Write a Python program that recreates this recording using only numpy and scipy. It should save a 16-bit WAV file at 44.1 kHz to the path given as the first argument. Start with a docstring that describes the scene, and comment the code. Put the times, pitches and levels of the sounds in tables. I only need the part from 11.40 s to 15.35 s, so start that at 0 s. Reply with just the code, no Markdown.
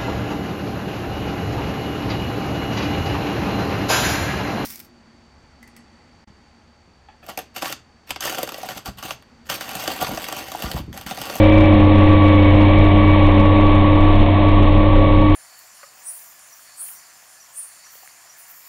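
"""A stubble field, over which a tractor slowly pulls a slurry tanker with a disc injector.
Tyres and discs rush through the soil as broadband noise; a hydraulic rotor throbs at its own pace.
The six-cylinder diesel drones and hunts a little. Pump and whining gears turn with it, so their
partials keep fixed ratios to the crank rate. A small, narrow-band microphone is driven just into clipping."""
import sys
import numpy as np
from scipy.fft import rfft, irfft, next_fast_len
from scipy.io import wavfile
from scipy.ndimage import map_coordinates

SR = 44100
rng = np.random.default_rng(int(sys.argv[2]) if len(sys.argv) > 2 else 0)


def store_pcm(level_fs):
    """Save levels as 16-bit WAV."""
    pcm = np.round(np.clip(level_fs, -1, 1) * 32767).astype(np.int16)
    wavfile.write(sys.argv[1], SR, np.atleast_2d(pcm).T)


N = 174195
T = np.arange(N) / SR


def amp(db):
    """Amplitude grows tenfold for every 20 dB."""
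    return 10 ** (np.asarray(db) / 20)


def curve(rows, column=1):
    """Linear interpolation of a table column over time, one value per sample."""
    rows = np.asarray(rows)
    return np.interp(T, rows[:, 0], rows[:, column])


def wobble(rate):
    """Smooth random modulation: a spline through `rate` Gaussian values a second."""
    return map_coordinates(rng.standard_normal(4096), [T * rate], mode="wrap")


def filtered(x, response):
    """Linear filtering: the spectrum is multiplied by a frequency response."""
    size = next_fast_len(N + SR // 2)
    return irfft(rfft(x, size) * response(np.fft.rfftfreq(size, 1 / SR)), size)[:N]


def coloured(x, spectrum):
    """Spectral shaping by (Hz, dB) points, normalised to rms 1."""
    points_hz, db = np.transpose(spectrum)
    x = filtered(x, lambda hz: amp(np.interp(np.log(hz + 1), np.log(points_hz), db)))
    return x / np.sqrt(np.mean(x ** 2) + 1e-20)


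def shelved(x, edge_hz, db):
    """A high shelf raises or lowers the band above the edge."""
    treble = filtered(x, lambda hz: 1 - 1 / (1 + (hz / edge_hz) ** 8))
    return x + (amp(db) - 1) * treble


def tone(cycles, db, flutter, rate=10):
    """A partial at an rms level; random quadrature modulation (flutter) broadens its spectral line."""
    angle = 2 * np.pi * (cycles + rng.random())
    wave = (1 + flutter * wobble(rate)) * np.sin(angle) + flutter * wobble(rate) * np.cos(angle)
    return np.sqrt(2 / (1 + 2 * flutter ** 2)) * amp(db) * wave


def partials(turns, orders, levels_db, flutter, rate):
    """Rotation excites tones at multiples (orders) of the shaft rate."""
    return sum(tone(k * turns, db, flutter, rate) for k, db in zip(orders, levels_db))


def rolling(crank):
    """Broadband noise: tyres rumble; machine roar and crumbling soil are modulated at the firing rate."""
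    # Each row: frequency in Hz, relative spectral density in dB.
    tyre_spectrum, roar_spectrum, soil_spectrum = [(15, -2), (28, -0.5), (50, -14.5), (80, -13.5),
                                                   (140, -10.5), (220, -18.5), (350, -13), (450, -30),
                                                   (800, -46.5)], [(200, -24), (420, -6.5), (540, 1.5),
                                                                   (690, -4.5), (900, -4.5), (1120, -3),
                                                                   (1250, -13.5), (1500, -29), (2200, -55)], [(900, -13), (1300, -7.5),
                                                                                 (1500, -5.5), (1850, 3.5),
                                                                                 (2300, 2.5), (2550, 2),
                                                                                 (3000, -0.5), (3750, -3),
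                                                                                 (4100, -16), (5000, -31.5)]
    # Each row: time in seconds, level in dB ahead of the shelf.
    roar_level, soil_level = [(0, -23.5), (.7, -22.5), (1.4, -23), (2.1, -22), (2.7, -24), (3.3, -24),
                              (3.95, -26.5)], [(0, -29), (.7, -29.5), (1.45, -29), (2.1, -30),
                                                  (2.6, -31.5), (3.3, -32), (3.95, -34)]
    # Each row: time in seconds, gain of the high shelf in dB.
    roar_shelf, soil_shelf = [(0, -1.2), (1.3, -0.92), (2.3, 0.12), (3.1, 1.3), (3.95, .5)], [(0, -.5), (1.5, -0.62), (2.5, 0.86), (3.95, 1.8)]
    firings = np.cos(2 * np.pi * 3 * crank)
    rumble = coloured(rng.standard_normal(N), tyre_spectrum) * amp(-19.5 + .8 * wobble(5.6))
    roar = shelved(coloured(rng.standard_normal(N), roar_spectrum), edge_hz=780, db=curve(roar_shelf))
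    roar *= amp(curve(roar_level) + .44 * wobble(9) + .7 * firings)
    crumbs = rng.standard_normal(N) * amp(wobble(900))
    hiss = shelved(coloured(crumbs, soil_spectrum), edge_hz=2600, db=curve(soil_shelf))
    hiss *= amp(curve(soil_level) + .4 * wobble(12) + .29 * firings)
    return rumble + roar + hiss


def rotor():
    """Pitch follows rotation: the deep throb sinks as the rotor slows under load, then partly recovers."""
    # Each row: time in seconds, throb rate in Hz, level in dB.
    throb = [(0, 39.75, -20), (.3, 42.1, -21.5), (.7, 39.08, -32.5), (1.1, 37.94, -20), (1.45, 37.57, -17),
             (1.75, 31.13, -23), (1.9, 29.07, -18.5), (2.12, 29.04, -22.5), (2.3, 28.03, -24),
             (2.8, 25.53, -12), (2.98, 28.43, -21.5), (3.25, 31.87, -14), (3.95, 32.56, -15.5)]
    cycles = np.cumsum(curve(throb)) / SR
    db = curve(throb, column=2)
    return tone(cycles, db, flutter=.097, rate=12) + tone(2 * cycles, db - 24, flutter=.3, rate=5)


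def gears(crank):
    """Periodic tooth contact gives a mesh tone and harmonics; shaft play smears the highest most."""
    # Each row: time in seconds, level in dB, for the mesh tone and its lower sideband.
    mesh_level, sideband_level = [(0, -25.5), (0.22, -19), (0.4, -28.5), (1.2, -31), (1.7, -26.0),
                                  (2.45, -28.5), (2.65, -29), (3.1, -32), (3.5, -24), (3.95, -30.5)], [(0, -19), (0.25, -23), (0.45, -25), (0.8, -25.5),
                                                (1.1, -23), (1.8, -37.5), (2.3, -37), (2.7, -35.5),
                                                (3.2, -41), (3.6, -23.5), (3.95, -26)]
    # The same columns for its second and fourth harmonics.
    whine_level, whistle_level = [(0, -30), (0.22, -34.5), (0.55, -27.5), (0.85, -23.5), (1.15, -36),
                                  (1.6, -25.5), (1.8, -30.5), (2.25, -24), (2.7, -26.5), (2.85, -39),
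                                  (3.1, -26.0), (3.35, -31), (3.8, -26), (3.95, -24)], [(0, -32), (0.16, -27), (0.45, -39), (0.95, -31.5),
                                                 (1.7, -30.5), (2.1, -38), (3.3, -40.5), (3.95, -35)]
    # Each pair of entries: multiple of the gear shaft rate, level in dB.
    orders, levels_db = [7, 9, 9.79, 10.59, 16, 18, 25.5, 27, 29.75], [-46, -34.5, -37.5, -37.5, -42, -48, -51, -52.5, -50.5]
    shaft = 2.1295 * crank
    teeth = 8.49 * shaft + .013 * wobble(9.3)
    mesh = tone(teeth, curve(mesh_level), flutter=.19, rate=22)
    sideband = tone(7.98 * shaft, curve(sideband_level), flutter=.18, rate=17)
    swell_db = 2.5 * np.sin(2 * np.pi * (8.9 * T + .15 * wobble(4)))  # about nine swells a second
    whine = tone(2 * teeth, curve(whine_level) + swell_db, flutter=.12, rate=46)
    whistle = tone(4 * teeth, curve(whistle_level), flutter=.76, rate=85)
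    return mesh + sideband + whine + whistle + partials(shaft, orders, levels_db, flutter=.42, rate=6.6)


def pump(crank):
    """Three lobes give a strong lobe-passing tone; the other shaft partials beat against the engine."""
    # Each row: time in seconds, level in dB.
    lobe_level, seventh_level = [(0, -13), (0.8, -15), (1.2, -16), (1.9, -17), (2.15, -16), (2.7, -17),
                                 (2.88, -19.5), (3.05, -17.5), (3.3, -19.5), (3.95, -17)], [(0, -39.5), (1.1, -37.5), (1.7, -44), (2.4, -41), (3, -32),
                                               (3.5, -42.5), (3.95, -35)]
    # Each pair of entries: multiple of the pump shaft rate, level in dB.
    orders, levels_db = [1, 2, 4, 5, 6, 8, 9], [-31.5, -32, -41.5, -39.5, -43, -43, -37]
    shaft = 3.2322 * crank
    weak = partials(shaft, orders, levels_db, flutter=.2, rate=4)
    lobes = tone(3 * shaft, curve(lobe_level), flutter=.11, rate=22)
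    seventh = tone(6.97 * shaft, curve(seventh_level), flutter=.17, rate=8.7)
    return lobes + seventh + weak


def engine(crank):
    """Periodic firing, three times a turn, drones; unequal cylinders add weak partials and a fan hums."""
    # Each row: time in seconds, level in dB.
    firing_level = [(0, -14), (1.25, -12.5), (2, -14.5), (3.2, -15.0), (3.95, -16)]
    # Each pair of entries: multiple of the crank rate, level in dB.
    orders, levels_db = [3.5, 4, 4.5, 5, 6, 7.5, 8.5, 9, 13, 24], [-37.5, -47.5, -41, -43, -39.5, -38.5, -38.5, -35.5, -35.5,
                                                 -45]
    fan_cycles, fan_fade_db_per_s = 6.623 * crank, 1.26
    drone = tone(3 * crank, curve(firing_level), flutter=0)
    uneven = partials(crank, orders, levels_db, flutter=.28, rate=5)
    fan = tone(fan_cycles, -23 - fan_fade_db_per_s * T, flutter=.18, rate=9)
    fan_octave = tone(2 * fan_cycles, -40.5, flutter=.3, rate=3)
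    return drone + uneven + fan + fan_octave


def scene():
    """Superposition of the sources; every tone but the rotor's follows the crankshaft."""
    # Each row: time in seconds, crankshaft speed in turns per second.
    speed = [(0, 31.73), (0.17, 32.1), (0.3, 31.66), (0.42, 31.24), (0.72, 31.55), (1.07, 30.87),
             (1.36, 31.54), (1.55, 31.27), (1.76, 31.42), (1.95, 30.9), (2.22, 31.42), (2.42, 30.95),
             (2.68, 31.52), (2.87, 31.15), (3.05, 31.36), (3.28, 30.95), (3.48, 31.46), (3.7, 31.14),
             (3.95, 31.33)]
    crank = np.cumsum(curve(speed)) / SR  # angle in turns
    return (engine(crank) + pump(crank) + gears(crank) + rotor() + rolling(crank))[None]


def record(dry, drive_db=.56, knee=7, ceiling=.79, band_hz=4250, clip_level=.71, top_hz=15800):
    """Saturation rounds the peaks, a steep low-pass narrows the band, and what overshoots is clipped."""
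    x = dry[0] * amp(drive_db)
    x = x / (1 + np.abs(x / ceiling) ** knee) ** (1 / knee)
    x = filtered(x, lambda hz: 1 / np.sqrt(1 + (hz / band_hz) ** 70))
    x = np.clip(x, -clip_level, clip_level)
    return filtered(x, lambda hz: hz < top_hz)[None]


dry = scene()
out = record(dry)
store_pcm(out)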